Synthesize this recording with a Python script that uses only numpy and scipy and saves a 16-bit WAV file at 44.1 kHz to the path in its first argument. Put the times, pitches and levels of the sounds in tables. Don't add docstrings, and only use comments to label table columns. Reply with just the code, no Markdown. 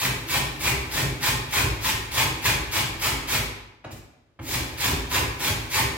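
import sys
import numpy as np
from scipy import signal
from scipy.fft import rfft, irfft
from scipy.io import wavfile

SR = 44100
rng = np.random.default_rng(int(sys.argv[2]) if len(sys.argv) > 2 else 0)


def generate_wav(sig):
    pcm = np.round(np.clip(np.atleast_2d(sig).T, -1, 1) * 32767).astype(np.int16)
    wavfile.write(sys.argv[1], SR, pcm)


N = 263277
TIME_S = np.arange(N) / SR

# start in seconds, length in seconds, rasp, bite and judder in relative dB.
PUSHES = [(-0.03, 0.12, -23.5, -25.5, -30), (0.263, 0.15, -25.5, -21.5, -28),
          (0.59, 0.14, -25.5, -18.5, -28), (0.895, 0.15, -26.5, -18, -24.5), (1.203, 0.12, -22, -28.5, -30),
          (1.499, 0.15, -23, -20, -24.5), (1.808, 0.12, -23, -24.5, -32.5),
          (2.108, 0.14, -20.5, -18.5, -28), (2.413, 0.12, -20.5, -18, -28), (2.707, 0.12, -22, -19, -34.5),
          (2.99, 0.13, -22.5, -20.5, -30.5), (3.267, 0.1263, -22, -21.5, -30),
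          (4.446, 0.17, -31.5, -24.5, -37.5), (4.768, 0.17, -25, -26.5, -27),
          (5.092, 0.12, -24, -22.5, -27), (5.384, 0.13, -23, -22, -31), (5.691, 0.15, -22.5, -26, -30)]
# start in seconds, level in relative dB, steel against board in dB.
SEED_KNOCKS = [(3.84, -32, 1), (4.388, -28, -8)]
# start in seconds, length in seconds, level in relative dB.
SEED_BRUSHES = [(3.905, 0.033, -38), (3.96, 0.027, -45.5), (4.406, 0.18, -35)]

# frequency in Hz, bandwidth in Hz, level in relative dB.
STEEL_MODES = [(828, 30, -9), (883, 28, -5), (965, 35, -8), (1009, 30, -3), (1234, 30, -11),
               (1550, 30, -11), (1662, 28, -8), (1838, 22, -7), (2061, 20, -10), (2223, 20, -2),
               (2275, 70, -3), (2390, 70, -3), (2463, 45, -1.5), (2540, 80, -6), (2639, 35, -10),
               (2794, 35, -13), (3224, 60, -12), (3330, 120, -7), (6339, 140, -17), (7298, 170, -17)]
FACE_MODES = [(1250, 200, -22), (1068, 193, -9), (920, 250, -11)]
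BOARD_MODES = [(159, 54, 1.5), (226, 30, -2.5), (266.3, 28, -2), (290.6, 12, -6.5), (320, 11.3, 0.5),
               (352, 31, -2.5), (401.7, 17, -3.5), (461.6, 19, -5.5)]
COUNTER_MODES = [(52, 7, 0), (62, 10, 0), (79, 14, -6)]
SINK_MODES = [(103, 11, 0), (128, 9, -4), (148, 14, -8), (168, 24, -8)]

# frequency in Hz, density in relative dB.
RASP_SPECTRUM = [(200, -4.5), (450, -15.5), (700, -6), (1050, -5), (1400, 0), (2400, 5), (2900, 0.5),
                 (3400, 0), (4300, -4.5), (6000, -13), (9000, -12), (16000, -33.5)]
HISS_SPECTRUM = [(500, -20), (2000, -2), (3500, 4), (5000, 3), (6300, 1), (7400, 1), (8800, -3),
                 (10500, -2), (12300, -1), (14000, -1.5), (16000, -2)]
THUD_SPECTRUM = [(60, -23), (150, 6.5), (200, -3), (260, -5.5), (400, -2.5), (500, -2.5), (650, -6.5),
                 (900, -9.5), (1500, -12), (4000, -52)]
HUSH_SPECTRUM = [(20, -8), (50, 0), (120, -5), (300, -10), (1000, -22), (3500, -26), (8000, -38),
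                 (16000, -50)]
TAP_SPECTRUM = [(200, -6), (500, -2.5), (1100, 2), (1700, -4.5), (2500, -5), (3500, -13), (7000, -28),
                (16000, -46)]

# frequency in Hz, T60 in seconds.
ECHO_T60 = [(60, 0.77), (150, 0.87), (300, 0.8), (1000, 0.84), (2300, 0.75), (4500, 0.66), (8000, 0.49),
            (12500, 0.46), (16000, 0.28)]
# frequency in Hz, left-right correlation from -1 to 1.
ECHO_CORRELATION = [(60, 0.92), (150, 0.89), (280, 0.83), (500, 0.6), (1000, -0.058), (2000, 0.091),
                    (4000, -0.12), (8000, 0.27), (14000, -0.34)]
# frequency in Hz, left minus right in dB.
ECHO_BALANCE = [(100, 1), (380, -1.5), (700, 2), (1300, -1), (2400, 1.5), (4400, 0), (8000, 0),
                (14000, 2.5)]


def undb(db):
    return 10 ** (np.asarray(db) / 20)


def along(points, hz):
    point_hz, value = np.transpose(points)
    return np.interp(np.log(np.maximum(hz, 1)), np.log(point_hz), value)


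def unit(response):
    return response / np.sqrt(np.sum(response ** 2))


def colour(spectrum, size=2048):
    magnitude = undb(along(spectrum, np.fft.rfftfreq(size, 1 / SR)))
    cepstrum = irfft(np.log(magnitude))
    cepstrum[1:size // 2] *= 2
    cepstrum[size // 2 + 1:] = 0
    return unit(irfft(np.exp(rfft(cepstrum))))


def modes(table):
    t = TIME_S[:SR // 2]
    ring = 0
    for k, (hz, width_hz, db) in enumerate(table):
        mode = np.exp(-np.pi * width_hz * t) * np.sin(2 * np.pi * hz * t)
        ring += (-1) ** k * undb(db) * unit(mode)
    return unit(ring)


def through(x, response):
    return signal.fftconvolve(x, response)[:N]


def swell(start_s, length_s, power=1):
    progress = np.clip((TIME_S - start_s) / length_s, 0, 1)
    return np.maximum(np.sin(np.pi * progress), 0) ** power


def clicks(rate_hz, scatter_db):
    size = undb(scatter_db * np.clip(rng.standard_normal(N), -2, 2))
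    sign = rng.choice([-1, 1], N)
    train = size * sign * (rng.random(N) < rate_hz / SR)
    return train / np.sqrt(np.mean(train ** 2))


def seed_contact(lift_s=3.5, return_s=4.45, fade_s=0.14):
    return np.clip(np.maximum(lift_s - TIME_S, TIME_S - return_s) / fade_s, 0, 1)


def grip(rate_hz, spread_db):
    knots_s = np.arange(0, TIME_S[-1] + 1, 1 / rate_hz)
    wobble = np.clip(rng.standard_normal(len(knots_s)), -2, 2)
    gain = undb(spread_db * np.interp(TIME_S, knots_s, wobble))
    return gain / np.sqrt(np.mean(gain ** 2))


def travel(spots):
    turns_s = np.ravel([(start_s, start_s + length_s) for start_s, length_s, *_ in PUSHES])
    place = np.interp(TIME_S, turns_s, [0, spots - 1] * len(PUSHES))
    return [np.sqrt(np.maximum(1 - np.abs(place - spot), 0)) for spot in range(spots)]


def tooth_force(contact, hold, slide_db=-44, bite_gain_db=-2, bite_share=0.59, bite_s=0.06):
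    push, bite = undb(slide_db) * contact, 0
    for start_s, length_s, rasp_db, bite_db, _ in PUSHES:
        push += undb(rasp_db) * swell(start_s, length_s, power=1.39)
        bite += undb(bite_db) * swell(start_s + bite_share * length_s - bite_s / 2, bite_s)
    fine = clicks(rate_hz=2000, scatter_db=4) * push
    coarse = clicks(rate_hz=600, scatter_db=4.5) * bite
    return hold * (fine + undb(bite_gain_db) * coarse)


def face_flex(force):
    return sum(undb(db) * through(force * near, modes([(hz, width_hz, 0)]))
               for (hz, width_hz, db), near in zip(FACE_MODES, travel(len(FACE_MODES))))


def grating(contact, hold, crunch_db=-3, steel_db=-5):
    crack, pluck, flex = (tooth_force(contact, hold) for _ in range(3))
    crunch = undb(crunch_db) * through(crack, colour(RASP_SPECTRUM))
    ring = undb(steel_db) * through(pluck, modes(STEEL_MODES))
    return crunch + ring + face_flex(flex)


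def fibre_hiss(contact, hold, gain_db=4.5, slide_db=-52, base_db=-27, usual_rasp_db=-23, db_per_db=0.52):
    envelope = undb(slide_db) * contact
    for start_s, length_s, rasp_db, _, _ in PUSHES:
        hiss_db = base_db + db_per_db * (rasp_db - usual_rasp_db)
        envelope += undb(hiss_db) * swell(start_s, length_s, power=1.09)
    tears = clicks(rate_hz=5000, scatter_db=6) * np.sqrt(hold) * envelope
    return undb(gain_db) * through(tears, colour(HISS_SPECTRUM))


def board(force, ring_db=-2, thud_db=-4):
    ring = undb(ring_db) * through(force, modes(BOARD_MODES))
    return ring + undb(thud_db) * through(force, colour(THUD_SPECTRUM))


def judder_envelope(lag_s, peak_share=0.71, span_s=0.17):
    return sum(undb(db) * swell(start_s + peak_share * length_s - span_s / 2 + lag_s, span_s)
               for start_s, length_s, _, _, db in PUSHES)


def judder(contact, counter_db=-6, sink_db=-1, board_db=-3.5, slide_db=-43):
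    rattle, shake = judder_envelope(lag_s=0), judder_envelope(lag_s=0.02)
    slide = undb(slide_db) * contact
    chatter = clicks(rate_hz=480, scatter_db=2.5)
    counter = through(chatter * (undb(counter_db) * shake + slide), modes(COUNTER_MODES))
    sink = through(chatter * (undb(sink_db) * shake + slide), modes(SINK_MODES))
    return counter + sink, board(chatter * (undb(board_db) * rattle + slide))


def house_hush(level_db=-65):
    return undb(level_db) * through(rng.standard_normal(N), colour(HUSH_SPECTRUM))


def touches(knock_s=0.017, ring_db=-15, counter_db=-6, brush_board_db=2, rasp_db=-4, hiss_db=-2):
    grain = clicks(rate_hz=3600, scatter_db=0.5)
    knock = grain * sum(undb(db) * swell(start_s, knock_s) for start_s, db, _ in SEED_KNOCKS)
    brush = grain * sum(undb(db) * swell(start_s, length_s) for start_s, length_s, db in SEED_BRUSHES)
    strike = sum(undb(db + steel_db) * swell(start_s, knock_s) for start_s, db, steel_db in SEED_KNOCKS)
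    strike *= clicks(rate_hz=3000, scatter_db=1)
    metal = through(strike, colour(TAP_SPECTRUM)) + undb(ring_db) * through(strike, modes(STEEL_MODES))
    teeth = through(brush, undb(rasp_db) * colour(RASP_SPECTRUM) + undb(hiss_db) * colour(HISS_SPECTRUM))
    rumble = through(knock + brush, modes(SINK_MODES) + undb(counter_db) * modes(COUNTER_MODES))
    return rumble, board(knock + undb(brush_board_db) * brush) + metal + teeth


def walls(build_s=0.00047):
    t, hz = TIME_S[:SR], np.fft.rfftfreq(SR, 1 / SR)
    correlation = along(ECHO_CORRELATION, hz)
    mid, side = rfft(rng.standard_normal((2, SR))) * np.sqrt([1 + correlation, 1 - correlation])
    balance = undb(np.outer([1, -1], along(ECHO_BALANCE, hz)) / 2)
    field = np.array([mid + side, mid - side]) / np.sqrt(2) * balance
    echo = 0
    for band_hz, t60_s in ECHO_T60:
        band = along([(row_hz, row_hz == band_hz) for row_hz, _ in ECHO_T60], hz)
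        decay = np.exp(-np.log(1000) * t / t60_s) * (1 - np.exp(-t / build_s))
        echo += irfft(field * band, SR) * unit(decay)
    return echo


def kitchen(x, direct_db=-6, echo_db=-1.77, left_lag_samples=3):
    echo = 0
    for near in travel(spots=8):
        echo += np.array([through(x * near, response) for response in walls()])
    direct = np.array([np.roll(x, left_lag_samples), x])
    return undb(direct_db) * direct + undb(echo_db) * echo


def scene(sink_direct_db=-8.5, sink_send_db=-6):
    contact = seed_contact()
    hold = grip(rate_hz=110, spread_db=3)
    scrape = grating(contact, hold) + fibre_hiss(contact, hold)
    judder_rumble, clatter = judder(contact)
    touch_rumble, taps = touches()
    sink = judder_rumble + touch_rumble
    room = kitchen(scrape + clatter + house_hush() + taps + undb(sink_send_db) * sink)
    return room + undb(sink_direct_db) * sink


def record(dry, low_hz=42, top_hz=15800):
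    highpass = signal.butter(6, low_hz, "high", fs=SR, output="sos")
    lowpass = signal.ellip(10, .2, 80, top_hz, fs=SR, output="sos")
    return signal.sosfilt(lowpass, signal.sosfilt(highpass, dry))


dry = scene()
out = record(dry)
generate_wav(out)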